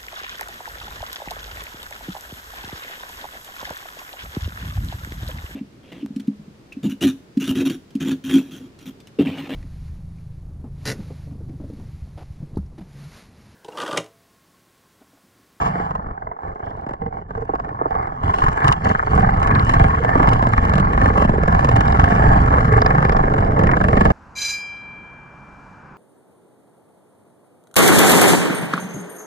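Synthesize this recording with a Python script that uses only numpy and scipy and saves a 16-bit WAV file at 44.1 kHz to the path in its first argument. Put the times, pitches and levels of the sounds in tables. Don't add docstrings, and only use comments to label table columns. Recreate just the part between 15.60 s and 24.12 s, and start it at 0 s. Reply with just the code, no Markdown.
import sys
import numpy as np
from scipy import signal
from scipy.fft import rfft, irfft, next_fast_len
from scipy.io import wavfile
from scipy.ndimage import uniform_filter1d, minimum_filter1d, map_coordinates

SR = 44100
rng = np.random.default_rng(int(sys.argv[2]) if len(sys.argv) > 2 else 0)


def master_out(mix):
    frames = np.transpose(np.atleast_2d(mix))
    ceiling = np.clip(frames, -1, 1)
    pcm = np.round(ceiling * 32767).astype(np.int16)
    wavfile.write(sys.argv[1], SR, pcm)


N = 375732
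TIME = np.arange(N) / SR

# (time [s], rumble of seat and air [dB], grinding in the frame [dB])
RIDE_LEVELS = [(0, -19.5, -15.5), (.1, -34.5, -26), (.21, -34, -21.5), (.29, -37, -31.5), (.4, -34.5, -35),
               (.76, -63, -42.5), (1.05, -44, -32), (1.2, -53, -34.5), (1.37, -47.5, -41), (1.65, -42, -46),
               (2.0, -33, -28.5), (2.17, -37, -33.5), (2.36, -40.5, -23.5), (2.57, -34, -35),
               (2.79, -32, -24), (3.02, -28.5, -20), (3.17, -28.5, -29), (3.39, -32, -32), (3.6, -20, -21),
               (4.04, -19, -24), (4.4, -22.5, -22.5), (5.55, -18, -25), (5.78, -21, -28), (6.0, -17.5, -23),
               (6.7, -16, -19.5), (7.35, -17.5, -24.5), (7.85, -19, -26.5), (8.52, -15.5, -28.5)]
# (time [s], boom of the seat [dB], bite of the steel [dB], fizz of ice dust [dB])
CONTACT_TRIMS = [(0, -18.5, -9, -25), (.28, -18, -15.5, -31), (.5, -10.5, -18, -34),
                 (1.6, -11.5, -17.5, -32), (2.42, -15.5, -11.5, -34), (2.79, -9, -14, -15.5),
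                 (2.94, -19.5, -8.5, -29), (3.4, -8.5, -8, -18.5), (3.7, -10.5, -9, -29),
                 (4.0, -8, -7, -23), (4.075, -19.5, -9.5, -13), (4.16, -13, -8.5, -25.5),
                 (5.6, -8, -11.5, -23), (6.25, -10.5, -10.5, -23), (6.8, -9, -10, -24.5),
                 (7.8, -0.5, -10.5, -26), (8.52, 2, -10, -18)]
# (time [s], softness [0-1])
CONTACT_SOFTNESS = [(0, 0.65), (.7, 0.76), (1.5, 0.85), (2.7, 0.65), (4.0, 0.53), (8.5, 0.52)]
# (frequency [Hz], level [dB])
SEAT_SPECTRUM = [(120, -25.5), (260, -6), (310, -1.5), (355, -5.5), (435, 3), (520, -3.5), (610, -1.5),
                 (720, 1.5), (1400, -91)]
FRAME_SPECTRUM = [(350, -25), (590, -21.5), (690, -4), (785, 2.5), (900, -3.5), (1000, 0), (1100, 7.5),
                  (1250, 0), (1420, -2), (1600, -17.5), (3000, -83.5)]
STEEL_SPECTRUM = [(900, -52), (1350, -5), (1470, -5), (1560, 11.5), (1690, 12), (1780, 7), (1900, -2.5),
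                  (2080, 0.5), (2220, -1), (2400, -6), (2650, -50), (5000, -62)]


def gain_of(db):
    return 10 ** (np.asarray(db) / 20)


def unit_rms(x):
    return x / np.sqrt(np.mean(x ** 2, axis=-1, keepdims=True) + 1e-20)


def at_hz(table, hz):
    table_hz, *columns = np.transpose(table)
    return [np.interp(np.log(hz + 1), np.log(table_hz + 1), column) for column in columns]


def follow(table):
    times, *columns = np.transpose(table)
    return [np.interp(TIME, times, column) for column in columns]


def add(mix, s, sound):
    part = mix[:, max(round(s * SR), 0):][:, :sound.shape[1]]
    part += sound[:, :part.shape[1]]


def ring_of(spectrum, size=8192):
    db = at_hz(spectrum, abs(np.fft.fftfreq(size, 1 / SR)))[0]
    log_response = np.conj(signal.hilbert(np.log(gain_of(db))))
    return np.fft.ifft(np.exp(log_response)).real[:size // 2]


def retune(ring, octaves):
    return map_coordinates(ring, [np.arange(len(ring)) * 2 ** octaves], order=3)


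def shake(force, ring):
    return unit_rms(signal.oaconvolve(force, ring[None], axes=1)[:, :force.shape[1]])


def impacts(per_s, spread_db, fade_s):
    sizes = gain_of(spread_db * np.minimum(rng.exponential(1, N), np.pi))
    hits = sizes * (rng.random(N) < per_s / SR)
    power = signal.lfilter([1], [1, -np.exp(-1 / (fade_s * SR))], hits ** 2)
    return power / power.mean()


def scrape(spectrum, impact_power, grit):
    grit = np.clip(grit, 0, 1)
    noise = rng.standard_normal((2, N)) * np.sqrt(1 - grit + grit * impact_power)
    return shake(noise, ring_of(spectrum))


def warble(x, depth_db):
    spectra = signal.stft(x, nperseg=512)[2]
    patches = uniform_filter1d(rng.standard_normal(spectra.shape[1:]), size=3, axis=0)
    patches = uniform_filter1d(patches, size=8, axis=1)
    spectra *= gain_of(depth_db * patches / patches.std())
    return unit_rms(signal.istft(spectra, nperseg=512)[1][:, :N])


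def swell(depth_db, slow_hz, fast_hz):
    hz = np.fft.rfftfreq(N, 1 / SR) + 1e-9
    band = 1 / (1 + (slow_hz / hz) ** 4) / (1 + (hz / fast_hz) ** 4)
    return depth_db * unit_rms(irfft(rfft(rng.standard_normal(N)) * band, N))


def runner_load():
    # (time [s], length [s], rumble [dB], grinding [dB])
    lurches = [(0.243, 0.025, -26, -31), (0.455, 0.026, -24.5, -27), (0.604, 0.09, -37, -43),
               (0.824, 0.072, -34, -28.5), (1.032, 0.04, -32.5, -25.5), (1.124, 0.079, -33, -30.5),
               (1.283, 0.022, -29, -34), (1.402, 0.045, -26.5, -32), (1.513, 0.075, -33.5, -29.5),
               (1.681, 0.052, -35.5, -30.5), (1.753, 0.065, -30, -28.5), (2.312, 0.084, -29.5, -41),
               (2.63, 0.045, -22.5, -21), (2.823, 0.052, -17.5, -55), (3.05, 0.034, -19.5, -13),
               (3.24, 0.04, -17.5, -14.5), (3.496, 0.08, -16.5, -19.5), (3.91, 0.066, -15.5, -52),
               (4.159, 0.089, -13.5, -17), (4.551, 0.015, -7, -12.5), (4.668, 0.064, -13, -17.5),
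               (4.977, 0.017, -12, -39), (5.426, 0.026, -11, -16.5), (5.545, 0.075, -26, -18),
               (6.664, 0.036, -7.5, -14), (7.119, 0.017, -12, -13.5), (7.987, 0.023, -20, -21.5),
               (8.463, 0.051, -27, -46)]
    attack_s, release_s = .014, .0086
    rumble_db, grind_db = follow(RIDE_LEVELS)
    rumble_db += swell(depth_db=2.4, slow_hz=5, fast_hz=14.6)
    grind_db += swell(depth_db=1.8, slow_hz=9.4, fast_hz=14)
    power = gain_of([rumble_db, grind_db]) ** 2
    t = np.arange(SR // 2) / SR
    for s, length_s, *levels_db in lurches:
        press = np.minimum(t / attack_s, 1) * np.exp(-np.maximum(t - length_s, 0) / release_s)
        add(power, s - attack_s / 2, np.outer(gain_of(levels_db), press) ** 2)
    return 10 * np.log10(power)


def runners():
    # (frequency [Hz], level [dB])
    rumble_spectrum = [(5, -25.5), (14, -3.5), (32, 3), (75, 3.5), (125, 1.5), (200, -5.5), (280, -11.5),
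                       (360, -27.5), (700, -91.5)]
    dust_spectrum = [(1500, -4.5), (2450, -1), (2900, 7.5), (3300, -0.5), (3550, -8.5), (3950, -6),
                     (4600, -6), (4900, -9.5), (5250, -8.5), (5700, -8.5), (6900, -12), (7450, -10),
                     (7900, -19.5), (8500, -15.5), (9300, -17), (9800, -18.5), (10600, -52.5), (15500, -65)]
    # (time [s], rippling [0 smooth - 1 fully rippled])
    ice_texture = [(0, .3), (.26, .45), (.45, .98), (2.5, .92), (2.95, .8), (3.4, .95), (5.9, .96),
                   (6.6, .85), (7.3, .9), (8.5, .93)]
    rumble_db, grind_db = runner_load()
    boom_db, bite_db, fizz_db = follow(CONTACT_TRIMS)
    rippled = follow(ice_texture)[0]
    ripples = impacts(per_s=150, spread_db=2.4, fade_s=.0021)
    grains = impacts(per_s=320, spread_db=4.1, fade_s=.0007)
    rumble = scrape(rumble_spectrum, ripples, grit=.56)
    rumble /= np.sqrt(uniform_filter1d(rumble ** 2, size=2600, axis=1) + .18)
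    boom = warble(scrape(SEAT_SPECTRUM, ripples, grit=.64 * rippled), depth_db=2.4)
    grind = warble(scrape(FRAME_SPECTRUM, ripples, grit=.97 * rippled), depth_db=2.8)
    bite = warble(scrape(STEEL_SPECTRUM, ripples, grit=rippled), depth_db=2.8)
    fizz = warble(scrape(dust_spectrum, grains, grit=.72 * rippled), depth_db=3.8)
    return (rumble * gain_of(rumble_db - 1.5)
            + boom * gain_of(grind_db + boom_db - .5)
            + grind * gain_of(grind_db + 2.9)
            + bite * gain_of(grind_db + bite_db - 4)
            + fizz * gain_of(grind_db + fizz_db - 3.5))


def glides(cues, rise_s, fall_s, octaves_per_s):
    t = np.arange(-2200, 3000) / SR
    envelope = np.exp(-(t / np.where(t < 0, rise_s, fall_s)) ** 2)
    out = np.zeros((2, N))
    for s, hz, db in cues:
        cycles = np.cumsum(hz * 2 ** (octaves_per_s * t)) / SR + rng.random((2, 1))
        add(out, s + t[0], gain_of(db) * np.sqrt(2) * envelope * np.sin(2 * np.pi * cycles))
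    return out


def judders():
    # (peak time [s], pitch [Hz], level [dB])
    mode_cues = [(1.433, 468, -30), (1.785, 458, -25.5), (2.315, 470, -33.5), (2.35, 785, -28),
                 (2.643, 93, -17), (3.051, 130.7, -12.5), (3.59, 774, -13.5), (3.598, 185.6, -18),
                 (4.218, 120.2, -21), (4.41, 473, -24.5), (4.575, 282, -17), (4.568, 790, -26.5),
                 (3.506, 72, -15), (6.107, 120, -14), (7.141, 97.6, -10.5)]
    slip_every_s, slip_hz, slip_db = .083, 159, -26
    slips = [(.015 + k * slip_every_s, slip_hz + 5.05 * k, slip_db - .8 * k) for k in range(5)]
    return glides(slips + mode_cues, rise_s=.0078, fall_s=.011, octaves_per_s=-4.5)


def crunch(ring, fade_s, rise_s=.00021, size=4096):
    t = np.arange(size) / SR
    force = rng.standard_normal((2, size)) * (1 - np.exp(-t / rise_s)) ** 2 * np.exp(-t / fade_s)
    ringing = irfft(rfft(force) * rfft(ring, size), size)
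    return unit_rms(ringing) * np.sqrt(.008 * SR / size)


def disperse(x, delay_at_1khz_s):
    size = next_fast_len(N + SR // 4)
    hz = np.fft.rfftfreq(size, 1 / SR)
    phase = 4 * np.pi * delay_at_1khz_s * np.sqrt(1000 * hz)
    return irfft(rfft(x, size) * np.exp(-1j * phase), size)[:, :N]


def knocks():
    # (time [s], strength [dB], thump trim [dB], clack trim [dB])
    hard_bumps = [(0.153, -19, -4, -30), (0.183, -26, -6, -29.5), (0.307, -16.5, -18.5, -26.5),
                  (0.441, -25, -8, -47), (0.53, -35, -14.5, -49), (0.574, -27, -26.5, -44),
                  (0.622, -25, -19.5, -44), (0.668, -23, -19, -43), (0.718, -27, -31, -49),
                  (0.787, -27, -20, -38), (0.804, -31.5, -28, -41), (0.869, -29.5, -1.5, -54),
                  (0.955, -23, -17, -45), (0.992, -29, -15.5, -47), (1.025, -23, -12, -45),
                  (1.065, -26, -15, -37), (1.115, -35.5, -15, -36), (1.149, -30, -13.5, -44),
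                  (1.263, -22, -3, -30), (1.289, -17.5, -14, -30.5), (1.416, -20.5, -19.5, -33),
                  (1.523, -23, -18.5, -50), (1.575, -30, -7, -42), (1.705, -19.5, -9, -35),
                  (1.775, -25.5, -5, -32), (1.952, -18, -22.5, -27.5), (2.044, -24, -18, -29),
                  (2.157, -34.5, -14, -37.5), (2.306, -20, -8, -27.5), (2.425, -22, -12.5, -29),
                  (2.475, -26.5, -4.5, -38), (2.693, -16, -23, -60), (2.739, -16.5, -29.5, -16),
                  (2.818, -14, -32.5, -29), (2.839, -27.5, -15, -5), (2.972, -14.5, -25.5, -38),
                  (3.042, -12, -15, -17.5), (3.078, -19.5, -32, -1), (3.253, -15, 0, -31),
                  (3.301, -24, 6.5, -17), (3.353, -29, -9, -41), (3.589, -22, 2, -51),
                  (3.643, -14, -14, -35), (3.827, -17, -22.5, -13), (3.911, -15, -15, -27.5),
                  (3.949, -19, -8.5, -20), (4.092, -12, -6, -17), (4.194, -16.5, -6, -17),
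                  (4.445, -13, -39, -22.5), (4.575, -25, 7.5, -16), (4.627, -13.5, -16.5, -19.5),
                  (4.687, -19.5, -18.5, -8), (4.823, -14, 1, -20), (4.933, -13, -21, -25.5),
                  (5.049, -15.5, -7, -18.5), (5.135, -15, 3.5, -14.5), (5.153, -24, 14, -7.5),
                  (5.225, -16.5, -27.5, -48), (5.33, -17.5, -5, -18.5), (5.375, -14, -1, -37),
                  (5.413, -13.5, -10, -19.5), (5.455, -13.5, -1, -33.5), (5.575, -13.5, 3.5, -18),
                  (5.647, -13.5, 7, -21.5), (5.735, -20, 8.5, -43), (5.779, -22.5, 1, -41),
                  (5.832, -16, 8, -19), (5.879, -13.5, -0.5, -23), (5.946, -13.5, 1, -20.5),
                  (6.044, -15.5, 3.5, -13.5), (6.112, -16.5, -11, -18), (6.161, -14, -2, -13.5),
                  (6.279, -16.5, -6, -19.5), (6.351, -23.5, -15, -29.5), (6.394, -10, -21, -17),
                  (6.475, -14, 1.5, -26.5), (6.515, -16.5, 2.5, -20.5), (6.592, -17, 5, -35),
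                  (6.715, -20, 6.5, -24), (6.936, -10.5, -6.5, -29), (6.982, -18, -11.5, -34.5),
                  (7.134, -12, -12, -32), (7.175, -13.5, -11, -28), (7.216, -13, -18.5, -24),
                  (7.259, -15, -14.5, -31), (7.303, -14, -11.5, -24.5), (7.38, -12.5, -2, -24.5),
                  (7.448, -13, 4, -19.5), (7.52, -18.5, -7, -23), (7.635, -16.5, -2.5, -31.5),
                  (7.737, -14.5, -2.5, -21.5), (7.778, -22, -7, -26), (7.8, -31, -5, -14),
                  (7.965, -18, 3, -28.5), (7.99, -15.5, 9.5, -18.5), (8.068, -15.5, -14.5, -16.5),
                  (8.166, -13, 5, -21.5), (8.2, -18.5, 4, -33), (8.238, -14.5, -6.5, -18.5),
                  (8.284, -26.5, 1.5, -15), (8.328, -14.5, 5, -23.5), (8.367, -18, 8.5, -14),
                  (8.407, -11.5, 2, -18), (8.457, -15, 8.5, -18)]
    # (frequency [Hz], level [dB])
    thump_spectrum = [(5, -14), (22, 0), (60, -20.5), (110, -2.5), (200, -2.5), (330, -16.5), (450, -19),
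                      (620, -22), (1200, -86.5)]
    clack_spectrum = [(1500, -4), (2450, 4.5), (2900, 9), (3500, -6), (4000, -2), (4600, -15), (4900, -5.5),
                      (5250, -9.5), (5800, -10.5), (7400, -12), (8200, -19), (9400, -13), (10600, -52.5),
                      (15500, -57)]
    thump, clack = ring_of(thump_spectrum), ring_of(clack_spectrum)
    seat, frame, steel = map(ring_of, (SEAT_SPECTRUM, FRAME_SPECTRUM, STEEL_SPECTRUM))
    softness = follow(CONTACT_SOFTNESS)[0]
    steel_db = follow(CONTACT_TRIMS)[1] - 7 * softness
    sag_octaves = .3 * (softness - softness[-1])
    cues = hard_bumps + small_bumps()
    detune_octaves = [.1, .05, .05] * rng.standard_normal((len(cues), 3))
    out = np.zeros((2, N))
    for (s, db, thump_db, clack_db), octaves in zip(cues, detune_octaves):
        i = round(s * SR)
        seat_ring = retune(seat, octaves[0])
        frame_ring = retune(frame, octaves[1])
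        steel_ring = retune(steel, octaves[2] - sag_octaves[i])
        add(out, s, crunch(thump, fade_s=.0015) * gain_of(db + thump_db - 3.5))
        add(out, s, crunch(seat_ring, fade_s=.0022) * gain_of(db + thump_db / 2 - 6.5))
        add(out, s, crunch(frame_ring, fade_s=.0033) * gain_of(db + 2.7))
        add(out, s, crunch(steel_ring, fade_s=.0049) * gain_of(db + steel_db[i] + 6.2))
        add(out, s, crunch(clack, fade_s=.0041, rise_s=.00047) * gain_of(db + clack_db - 1.5))
    return disperse(out, delay_at_1khz_s=.001635)


def strikes(size=4096):
    # (time [s], level [dB], centre of emphasis [Hz])
    hits = [(.3495, -22.5, 753), (1.8916, -14.5, 580), (2.069, -27, 450), (2.2122, -13.5, 564),
            (2.8372, -13, 1555), (3.3491, -12, 1430), (3.426, -16, 1080), (4.553, -11, 544),
            (4.933, -17.5, 1440), (8.09, -11, 1630), (8.123, -21.5, 425), (8.4571, -13.5, 497)]
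    # (frequency [Hz], level [dB])
    shell_spectrum = [(20, -20), (120, -4), (280, 7), (430, 5), (540, 1.5), (760, 11.5), (1100, 9.5),
                      (1450, 2.5), (1750, -3), (2250, -8), (2700, -28.5), (6000, -53), (12000, -85)]
    rebound_s, rebound_db = .0065, -6.5
    crunch_db, crunch_fade_s = -22.5, .0076
    focus_db = 6.5
    t = np.arange(size) / SR
    shell_hz, shell_db = np.transpose(shell_spectrum)
    out = np.zeros((2, N))
    for s, db, centre_hz in hits:
        force = gain_of(crunch_db) * rng.standard_normal((2, size)) * np.exp(-t / crunch_fade_s)
        force[0, 0] += 1
        force[0, round(rebound_s * SR)] += gain_of(rebound_db)
        colour_db = np.maximum(shell_db - focus_db * np.log2(shell_hz / centre_hz) ** 2, -90)
        hit = signal.oaconvolve(force, ring_of(np.c_[shell_hz, colour_db])[None], axes=1)
        add(out, s, gain_of(db) * hit / np.linalg.norm(hit[0]) * np.sqrt(.008 * SR))
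    return disperse(out, delay_at_1khz_s=.00171)


def chirps(hz=1034):
    # (peak time [s], level [dB])
    catches = [(2.696, -12.5), (2.822, -10), (4.297, -13), (4.632, -18), (4.811, -13.5)]
    return glides([(s, hz, db) for s, db in catches], rise_s=.003, fall_s=.01, octaves_per_s=7.23)


def small_bumps(count=150, every_m=.42, spread_db=1.5):
    # (time [s], speed [km/h])
    speed = [(2.55, -1.5), (3.5, 18.5), (5.5, 35), (7.5, 48), (8.52, 52.5)]
    metres = np.cumsum(follow(speed)[0].clip(0)) / 3.6 / SR
    grind_db = follow(RIDE_LEVELS)[1]
    scatter = rng.standard_normal((count, 4))
    bump_metres = every_m * (np.arange(count) + 1 + np.tanh(scatter[:, 0]) / 2)
    onsets = np.searchsorted(metres, bump_metres)
    trims_db = [0, -7, -22] + spread_db * scatter[:, 1:]
    return [(i / SR, grind_db[i] + db, thump_db, clack_db)
            for i, (db, thump_db, clack_db) in zip(onsets, trims_db) if i < N]


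def bell_fades(cues):
    return sum(gain_of(db) * np.exp(-((TIME - s) / half_s) ** 2) for s, half_s, db in cues)


def puffs_and_ticks():
    # (peak time [s], half length [s], level [dB])
    puffs = [(3.07, .025, -70), (4.09, .03, -76), (5.14, 0.013, -72), (6.2, .06, -79), (6.52, .005, -68),
             (6.715, .007, -68), (6.96, .04, -70), (8.038, .004, -66)]
    # (frequency [Hz], level [dB])
    hiss_spectrum = [(4000, -39), (9000, -1), (11000, 4), (13000, 5), (15500, -4)]
    crackle = impacts(per_s=400, spread_db=3, fade_s=.0006)
    return bell_fades(puffs) * scrape(hiss_spectrum, crackle, grit=.8)


def clinks():
    # (time [s], top of the band's peak [Hz], level [dB])
    hard_spots = [(3.08, 4800, -30.5), (3.552, 7600, -49), (3.951, 4030, -33.5), (4.049, 7600, -48),
                  (4.89, 7500, -49), (4.933, 5250, -41.5), (6.278, 4850, -39), (7.218, 5000, -30.5),
                  (7.45, 4460, -39.5), (7.522, 5000, -41.5)]
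    # (frequency [ratio], level [dB])
    band = [(1 / 3, -25), (.6, -6), (.79, 0), (1, 0), (1.2, -10), (1.7, -38), (2.5, -70)]
    out = np.zeros((2, N))
    for s, hz, db in hard_spots:
        ring = ring_of([(hz * ratio, band_db) for ratio, band_db in band])
        add(out, s, crunch(ring, fade_s=.0017) * gain_of(db))
    return out


def singing(hz=1780):
    # (peak time [s], half length [s], level [dB])
    notes = [(4.315, 0.023, -35.5), (4.487, 0.026, -27.5), (5.416, 0.013, -31), (7.386, 0.03, -31)]
    # (frequency [ratio], level [dB])
    mode = [(.8, -50), (.95, -14), (1, 0), (1.05, -14), (1.25, -50), (3, -95)]
    ring = ring_of([(hz * ratio, db) for ratio, db in mode])
    return bell_fades(notes) * shake(rng.standard_normal((2, N)), ring)


def soften(x):
    upper_band = signal.butter(2, [980, 1600], "bandpass", fs=SR, output="sos")
    softness = follow(CONTACT_SOFTNESS)[0]
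    return x - softness * signal.sosfiltfilt(upper_band, x)


def stereo_image(pair):
    # (frequency [Hz], likeness [0-1], left's phase lead [rad], left minus right [dB])
    sides = [(40, .96, 0, -.5), (150, .99, 0, -1), (330, .9, .1, -3), (450, .78, .3, -5), (520, .48, 0, -7),
             (610, .55, -1.5, -2), (780, .94, -3.6, -5), (1080, .98, -3.7, 0), (1280, .88, -3.9, 0),
             (1540, .55, -2.6, 3), (1730, .9, -1, 1), (2050, .3, 0, 5), (2300, .75, -2.4, -1),
             (3100, .8, -3, 1), (3650, .3, -1.8, 3), (4100, .6, -2.4, 6), (4300, .3, -1, 5),
             (4600, .75, .5, 4), (5300, .5, 0, 3), (5900, .5, -3.6, 1), (6500, .5, -2.3, 0),
             (7400, .3, -.8, -11), (8300, .4, -2.6, 0), (9200, .2, -1, 10), (11000, .1, 0, 0)]
    size = next_fast_len(N + SR // 4)
    likeness, lead, balance_db = at_hz(sides, np.fft.rfftfreq(size, 1 / SR))
    shared, right_only = rfft(pair, size)
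    right = (likeness * shared + np.sqrt(1 - likeness ** 2) * right_only) * np.exp(-1j * lead)
    balance = gain_of(balance_db)
    equal_power = np.sqrt(2 / (1 + balance ** 2))
    return irfft(np.array([shared * balance, right]) * equal_power, size)[:, :N]


def scene():
    tones = judders() + chirps()
    ride = soften(runners() + knocks())
    return stereo_image(ride + tones + strikes() + clinks() + singing() + puffs_and_ticks())


def record(dry):
    double_s, limiter_samples, cutoff_hz = .04399, 61, 15800
    doubled = dry.copy()
    add(doubled, double_s, dry)
    needed_gain = 1 / np.maximum(abs(doubled), 1)
    held_gain = minimum_filter1d(needed_gain, limiter_samples, axis=1)
    limited = doubled * uniform_filter1d(held_gain, limiter_samples, axis=1)
    low_pass = signal.firwin(511, cutoff_hz, window=("kaiser", 9), fs=SR)
    return signal.oaconvolve(limited, low_pass[None], "same")


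dry = scene()
out = record(dry)
master_out(out)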